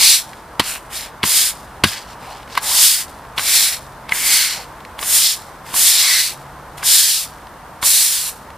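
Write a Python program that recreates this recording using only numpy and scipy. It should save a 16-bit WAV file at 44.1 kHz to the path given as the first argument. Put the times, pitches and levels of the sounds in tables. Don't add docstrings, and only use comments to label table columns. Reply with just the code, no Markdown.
import sys
import numpy as np
from scipy import signal
from scipy.fft import rfft, irfft, next_fast_len
from scipy.io import wavfile
from scipy.ndimage import map_coordinates

SR = 44100
rng = np.random.default_rng(int(sys.argv[2]) if len(sys.argv) > 2 else 0)


def dump(signal):
    limited = np.clip(np.atleast_2d(signal).T, -1, 1)
    pcm = np.round(limited * 32767).astype(np.int16)
    wavfile.write(sys.argv[1], SR, pcm)


N = 377937
T = np.arange(N) / SR

# landing t/s, speeding up/s, slowing/s, level at top speed/dB, rise/dB, fall/dB,
# rasp/dB re tips, head/dB re tips, rasp gained by leaning/dB, extra left lead on landing/samples
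STROKES = [(-0.025, 0.119, 0.09, -12.0, 5.0, 9.0, -0.5, -14.5, 0.5, 0.0),
           (0.583, 0.1, 0.07, -25.0, 32.0, 6, -4.5, -4.5, -10.5, 0.0),
           (0.86, 0.103, 0.115, -28.0, 45.0, 22.5, -4.5, -7.5, 16.0, 0.0),
           (1.225, 0.147, 0.118, -14.0, 8.0, 7.5, -5.5, -14.0, 4.0, 0.0),
           (1.831, 0.024, 0.14, -28.0, 10.0, 17.0, 1.5, -2.0, 9.5, 0.0),
           (1.98, 0.089, 0.064, -54.5, 7.5, 0.0, 6.0, 3.5, 1.5, 0.0),
           (2.171, 0.164, 0.085, -50.5, 7.5, 8.0, 3.0, 6.0, 9.0, 0.0),
           (2.471, 0.042, 0.061, -53.0, 0.5, 0.0, 9.5, 6.5, 13.0, 0.8),
           (2.599, 0.242, 0.174, -10.5, 21.5, 16.0, -5.0, -16.0, 1.0, 0.9),
           (3.357, 0.208, 0.172, -13.5, 19.5, 12.0, -3.5, -11.5, 3.0, 0.9),
           (4.102, 0.248, 0.266, -14.5, 15.0, 27.5, -3.5, -11.0, 17.5, 0.9),
           (4.972, 0.173, 0.183, -12.5, 28, 10.5, -9.5, -16, 14, 0.5),
           (5.17, 0.09, 0.07, -21, 7, 9, 4, -17, 0, 0),
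           (5.64, 0.062, 0.038, -39.0, 7.5, 0.0, -3.5, -0.5, -1.0, 0.0),
           (5.728, 0.144, 0.169, -11.5, 4.5, 15.0, -6.0, -15.0, 15.5, 0.0),
           (5.913, 0.252, 0.141, -18.0, 3.0, 9.5, 0.0, -11.0, -1.0, 0.0),
           (6.768, 0.014, 0.007, -27.5, 2.5, 9.5, -2.5, -4.5, -4.0, 0.0),
           (6.824, 0.118, 0.295, -11.5, 7.0, 16.5, -4.5, -20.0, 3, 0.0),
           (7.05, 0.09, 0.06, -23.5, 5, 6, 1, -17, 0, 0), (7.828, 0.038, 0.01, -14.5, 4, 2, -13, -18, 0, 0),
           (7.812, 0.115, 0.366, -12.5, 7.0, 14.0, -7.5, -18.0, 2.0, 0.0)]
# f/Hz, level/dB
LOADED_HEAD = [(100, -12.5), (450, -14), (750, -4), (1050, -5.5), (1300, -6.5), (1700, -4.5), (2250, -2),
               (2800, -3), (3500, -7.5), (6000, -21)]


def undb(db):
    return 10 ** (np.asarray(db) / 20)


def unit(x):
    return x / np.sqrt(np.mean(x ** 2))


def colour(x, points):
    size = next_fast_len(len(x))
    hz, db = np.transpose(points)
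    f = np.maximum(np.fft.rfftfreq(size, 1 / SR), 1)
    gain = undb(np.interp(np.log(f), np.log(hz), db))
    return irfft(rfft(x, size) * gain, size)[:len(x)]


def noise(length, spectrum):
    return unit(colour(rng.standard_normal(length), spectrum))


def drift(rate):
    knots = rng.standard_normal(N // 20)
    return np.interp(T * rate, np.arange(len(knots)), knots)


def add(track, start_s, sound):
    i = int(start_s * SR)
    sound, i = sound[max(-i, 0):], max(i, 0)
    track[i:i + len(sound)] += sound[:N - i]


def traffic(level_db=-37):
    spectrum = [(15, -38), (25, -10.5), (49, -1), (106, -7), (135, -7), (383, -11), (978, -4.5),
                (1670, -12.5), (2430, -22.5), (3180, -25.5), (7280, -33), (9020, -30), (9770, -33),
                (13100, -33), (15000, -36)]
    return noise(N, spectrum) * undb(level_db + 0.39 * drift(3.11) + 0.5 * drift(13))


def engine():
    hum = [(0, 129.7, -55), (3.5, 127.7, -57), (3.9, 130.2, -45.5), (4.3, 132.5, -66.5),
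           (5.9, 135.2, -53.5), (6.4, 138.7, -48), (7.15, 148.5, -47), (7.5, 147, -60), (8.5, 148, -61)]
    s, hz, db = np.transpose(hum)
    phase = 2 * np.pi * np.cumsum(np.interp(T, s, hz) + 2.63 * drift(15)) / SR
    return np.sqrt(2) * undb(np.interp(T, s, db) + 2.2 * drift(14)) * np.sin(phase)


def whines(wander_hz=3, flutter_db=4.5):
    tones = [(894, -54, 0.77), (9000, -68, .3)]
    out = np.zeros((2, N))
    for hz, db, apart in tones:
        phase = 2 * np.pi * np.cumsum(hz + wander_hz * drift(25)) / SR
        out += undb(db + flutter_db * drift(6.6)) * np.sin(phase + np.array([[apart], [-apart]]) / 2)
    return np.sqrt(2) * out


def ticks(decay_s=0.0029, gain_db=-8):
    landings = [(0.3327, -21.5), (2.431, -28.5), (2.4763, -24.5), (2.5, -22), (3.2514, -32), (4.8045, -26),
                (4.8503, -21), (6.781, -21), (7.4699, -27), (8.504, -25)]
    spectrum = [(300, -14), (1200, 8), (2600, 6), (4300, 1.5), (6000, -8), (11000, -13), (16000, -24)]
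    out, t = np.zeros(N), T[:SR // 30]
    for s, db in landings:
        add(out, s, undb(db + gain_db) * noise(len(t), spectrum) * np.exp(-t / decay_s))
    return out


def shot_noise(rate, spectrum, scatter_db):
    hit = rng.random(N) < rate / SR
    size = rng.standard_normal(N) * undb(scatter_db * rng.standard_normal(N))
    clicks = hit * size / np.sqrt(np.minimum(rate / SR, 1))
    return unit(colour(clicks, spectrum))


def fizz(tips, level_db=-31.5, decay_s=0.096, bubbles_per_s=900):
    spectrum = [(1000, -20), (3500, 4), (10000, -4), (15000, -11)]  # f/Hz, level/dB
    step = 1 / (decay_s * SR)
    foam = np.sqrt(signal.lfilter([step], [1, step - 1], tips ** 2))
    return undb(level_db) * foam * shot_noise(bubbles_per_s, spectrum, scatter_db=5)


def ring(modes, struck_hz, focus_octaves, t, alternate=True):
    hz, db, t60 = np.transpose(modes)[:, :, None]
    share = undb(db) / (1 + (np.log2(hz / struck_hz) / focus_octaves) ** 2)
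    hz = hz * (1 + 0.0075 * rng.standard_normal(hz.shape))
    swings = share * np.sin(2 * np.pi * hz * t) * np.exp(-np.log(1000) * t / t60)
    return (-1 if alternate else 1) ** np.arange(len(modes)) @ swings


def thumps(focus_octaves=0.92, push_s=0.0005):
    landings = [(0.5988, -3, 380), (1.2377, -9.5, 228), (1.8401, 2, 256), (1.859, -10, 110),
                (3.381, -25, 130), (4.123, -31, 220), (5.738, -26, 200), (7.829, -25, 170)]
    modes = [(96, 1.5, 0.091), (143, -1.5, 0.065), (206, -4.5, 0.065), (288, -2, 0.036), (373, -2, 0.029),
             (494, 3, 0.011)]
    radiation = [(30, -21), (70, -6), (110, -2.5), (250, 0.5), (500, -0.5)]
    out, t = np.zeros(N), T[:SR // 5]
    for s, db, hz in landings:
        bounce = ring(modes, hz, focus_octaves, t, alternate=False)
        add(out, s, undb(db) * bounce * (1 - np.exp(-t / push_s)))
    return colour(out, radiation)


def knocks(focus_octaves=0.34, crack_s=0.0043, shiver_db=-18, shiver_s=0.023, touch_db=-23):
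    blows = [ (0.5954, -7, 2720, -4), (.5996, -0.5, 980, -8), (1.231, -5.5, 3000, -12.5),
             (1.237, -11, 2300, -8.5), (1.239, -10, 980, -26), (1.8370, 1, 3070, -3.5),
             (1.8386, 5, 1280, 0.5), (1.8477, -21, 1610, -25), (2.5513, -25, 1100, -20),
             (2.5726, -11, 2000, -26), (2.5751, -2, 1190, -10), (2.581, -17, 1200, -30),
             (3.379, -4, 3170, -19), (3.383, -11.5, 1200, -13), (3.393, -11.5, 1490, -15),
             (4.092, -20.5, 2200, -22), (4.1213, -1.5, 2130, -37), (4.990, -22, 2820, -23.5),
             (5.027, -15.5, 1200, -16), (5.74, -13, 1090, -21), (6.829, -14, 1430, -25),
             (7.827, -15, 1110, -12.5), (7.836, -15, 1150, -23), ]
    modes = [(699, -3, 0.048), (962, 2, 0.021), (1122, 0.5, 0.026), (1537, -3.5, 0.029), (1630, -12, 0.11),
             (1790, -3.5, 0.025), (2014, 1.5, 0.032), (2217, 7, 0.018), (2770, -7, 0.011),
             (2920, -2.5, 0.032), (3360, -1.5, 0.029), (3930, 2.5, 0.0087), (4380, 5.5, 0.014),
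             (5140, -13, .02)]
    crack_spectrum = [(200, -7), (1000, 6.5), (4500, 5.5), (6500, -9), (11000, -5.5), (16000, -18)]
    out, t = np.zeros(N), T[:SR // 5]
    attack = 1 - np.exp(-t / 0.00054)
    decay = np.exp(-t / crack_s) + undb(shiver_db) * np.exp(-t / shiver_s)
    for s, db, hz, crack_db in blows:
        wood = ring(modes, hz, focus_octaves, t)
        crack = noise(len(t), crack_spectrum) * attack * decay
        add(out, s, undb(db) * wood / np.abs(wood).max() + undb(crack_db) * crack)
        touch_s = 0.0094 / (1 + undb(crack_db + 20.5))
        touch = noise(len(t), LOADED_HEAD) * np.exp(-t / touch_s)
        add(out, s - t[-1], undb(touch_db + db / 3) * touch[::-1])
    return out


def resonance(half_s, hz, glide, width_hz=330, skirt_db=-9):
    band = [(width_hz / 3, 0), (width_hz, skirt_db), (2 * width_hz, 2 * skirt_db + 1),
            (10 * width_hz, -70)]
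    t = np.arange(-half_s, half_s, 1 / SR)
    phase = 2 * np.pi * np.cumsum(hz * 2 ** (glide * t)) / SR
    chatter = [colour(white, band)[:len(t)] for white in rng.standard_normal((2, SR))]
    swell = np.cos(np.pi / 2 * t / half_s) ** 4
    return unit(chatter[0] * np.cos(phase) + chatter[1] * np.sin(phase)) * swell


def bites(judder_delay_s=0.035, judder_half_s=0.1, judder_hz=996, judder_db=-7, gain_db=-0.44):
    # peak t/s, half-length/s, f/Hz, glide/(octaves/s), relative level/dB
    heavy_bites = [ (0.04, 0.16, 2370, 0.037, -23), (1.377, 0.27, 2200, -0.14, -32.5),
                   (2.3, 0.23, 850, -0.032, -36.5), (2.763, 0.26, 950, 0.32, -28),
                   (3.56, 0.25, 2250, 0.12, -31), (4.353, .4, 2158, -0.19, -24),
                   (4.418, 0.25, 1620, -0.052, -30), (4.588, 0.089, 800, -0.029, -34),
                   (6.071, 0.18, 1100, 0.017, -27), (6.137, 0.2, 1640, 0, -33),
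                   (6.123, .23, 2040, -.6, -20), (7.017, 0.27, 1735, 0.66, -31.5), ]
    judders = [(lands + judder_delay_s, judder_half_s, judder_hz, 0, db + head_db + judder_db)
               for lands, _, _, db, _, _, _, head_db, _, _ in STROKES]
    out = np.zeros(N)
    for s, half_s, hz, glide, db in judders + heavy_bites:
        add(out, s - half_s, undb(db + gain_db) * resonance(half_s, hz, glide))
    return out


def head_reflection(x, delay_s=0.000611, wander=0.2, echo_db=-14):
    delay = delay_s * SR * np.exp(wander * drift(4))
    echo = map_coordinates(x, [np.arange(N) - delay], order=3, mode="nearest")
    return (x + undb(echo_db) * echo) / np.hypot(1, undb(echo_db))


def strokes(land_s=0.044, unload_s=0.097, unload_db=2.5, speed_power=1.37, head_follows=0.52):
    stance = [(0, -0.53), (2.2, -0.55), (5.8, -0.24)]
    lift_db_per_s, trail_db, trail_db_per_s = 338, -13, 126
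    power, lead = np.zeros((3, N)), np.interp(T, *np.transpose(stance))
    for lands, rise_s, fall_s, db, rise_db, fall_db, rasp_db, head_db, lean_db, left in STROKES:
        length = rise_s + fall_s
        on = (T > lands) & (T < lands + length + 0.5)
        t = T[on] - lands
        before, after = np.clip(1 - t / rise_s, 0, 1), np.clip((t - rise_s) / fall_s, 0, 1)
        progress, bedded = np.minimum(t / length, 1), np.minimum(t / land_s, 1)
        speed_db = -rise_db * before ** speed_power - fall_db * after ** speed_power
        weight_db = lean_db * (progress - 0.5) - unload_db * np.clip(1 + (t - length) / unload_s, 0, 1)
        lifted_s = np.maximum(t - length, 0)
        release_db = np.maximum(-lift_db_per_s * lifted_s, trail_db - trail_db_per_s * lifted_s)
        contact = bedded * undb(db + release_db)
        layers_db = [speed_db, speed_db + rasp_db + weight_db, head_follows * speed_db + head_db]
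        power[:, on] += (contact * undb(layers_db)) ** 2
        lead[on] += left * (1 - progress) * bedded
    return np.sqrt(power), lead


def scrub(tips, rasp, head):
    tip_spectrum = [(300, -43.5), (2500, -20), (5000, -8), (6300, -6), (7600, -2), (10000, 0), (11800, -5),
                    (13800, -5), (15500, -10)]
    rasp_spectrum = [(300, -43), (1500, -26), (2500, -10.5), (3200, -5.5), (4300, -0.5), (5300, -2),
                     (6100, -9), (8000, -9.5), (15000, -50)]
    slips_per_s = 2200 + 200000 * tips
    hiss = undb(1.28) * tips * shot_noise(slips_per_s, tip_spectrum, scatter_db=-1.5)
    bent = undb(3.0) * rasp * shot_noise(slips_per_s, rasp_spectrum, scatter_db=0.5)
    wood = undb(2.5) * head * shot_noise(slips_per_s, LOADED_HEAD, scatter_db=1.4)
    return hiss + bent + wood


def ports(mid, side, lead, split_hz=4600):
    imbalance = [(3500, -3), (4300, 1), (5600, 2.5), (7300, -1), (9600, 1.1), (12000, -3), (15000, -1.5)]
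    treble = signal.sosfiltfilt(signal.butter(6, split_hz, "high", fs=SR, output="sos"), mid)
    out = []
    for sign in (1, -1):
        shifted = map_coordinates(treble, [np.arange(N) + sign * lead / 2], order=3, mode="nearest")
        response = [(hz, sign * db / 2) for hz, db in imbalance]
        out.append(mid - treble + sign * side + colour(shifted, response))
    return np.array(out)


def scene():
    traffic_width = [(100, -18.5), (500, -18), (900, -13.5), (1500, -16), (4000, -6), (15000, 0.5)]
    # f/Hz, side level/dB
    scrub_width = [(100, -16), (1200, -76), (3000, -88), (4100, -21.5), (5200, -9.5), (6500, -2),
                   (8000, -12.5), (10000, -7), (15000, -7.5)]
    gains, lead = strokes()
    lightness = 1 / (1 + gains[0] / undb(-31.5))
    gains = gains * undb((0.39 + 2.0 * lightness) * drift(45) + 0.5 * drift(70) + 0.24 * drift(350))
    blows = knocks() + thumps()
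    broom = head_reflection(scrub(*gains)) + bites() + blows + ticks() + fizz(gains[0])
    ground_echo = undb(-21.5) * np.roll(blows, SR // 300)
    side = colour(scrub(*gains), scrub_width) + colour(traffic(), traffic_width) + ground_echo
    return ports(broom + traffic() + engine(), side, lead) + whines()


def duck(x, below_hz=1400, threshold_db=-19, attack_s=0.29, release_s=0.0089):
    power = np.mean(x ** 2, axis=0)
    slow, quick = (signal.lfilter([1 / (s * SR)], [1, 1 / (s * SR) - 1], power)
                   for s in (attack_s, release_s))
    excess = np.minimum(slow, 2 * quick) / undb(threshold_db) ** 2
    gain = 1 / np.sqrt(1 + excess ** 1.19)
    lows = signal.sosfiltfilt(signal.butter(2, below_hz, fs=SR, output="sos"), x)
    return x - lows * (1 - gain)


def record(dry, top_hz=15350):
    rounded = dry / (1 + dry ** 8) ** (1 / 8)
    low_pass = signal.ellip(12, 0.1, 80, top_hz, fs=SR, output="sos")
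    return signal.sosfilt(low_pass, duck(rounded))


dry = scene()
out = record(dry)
dump(out)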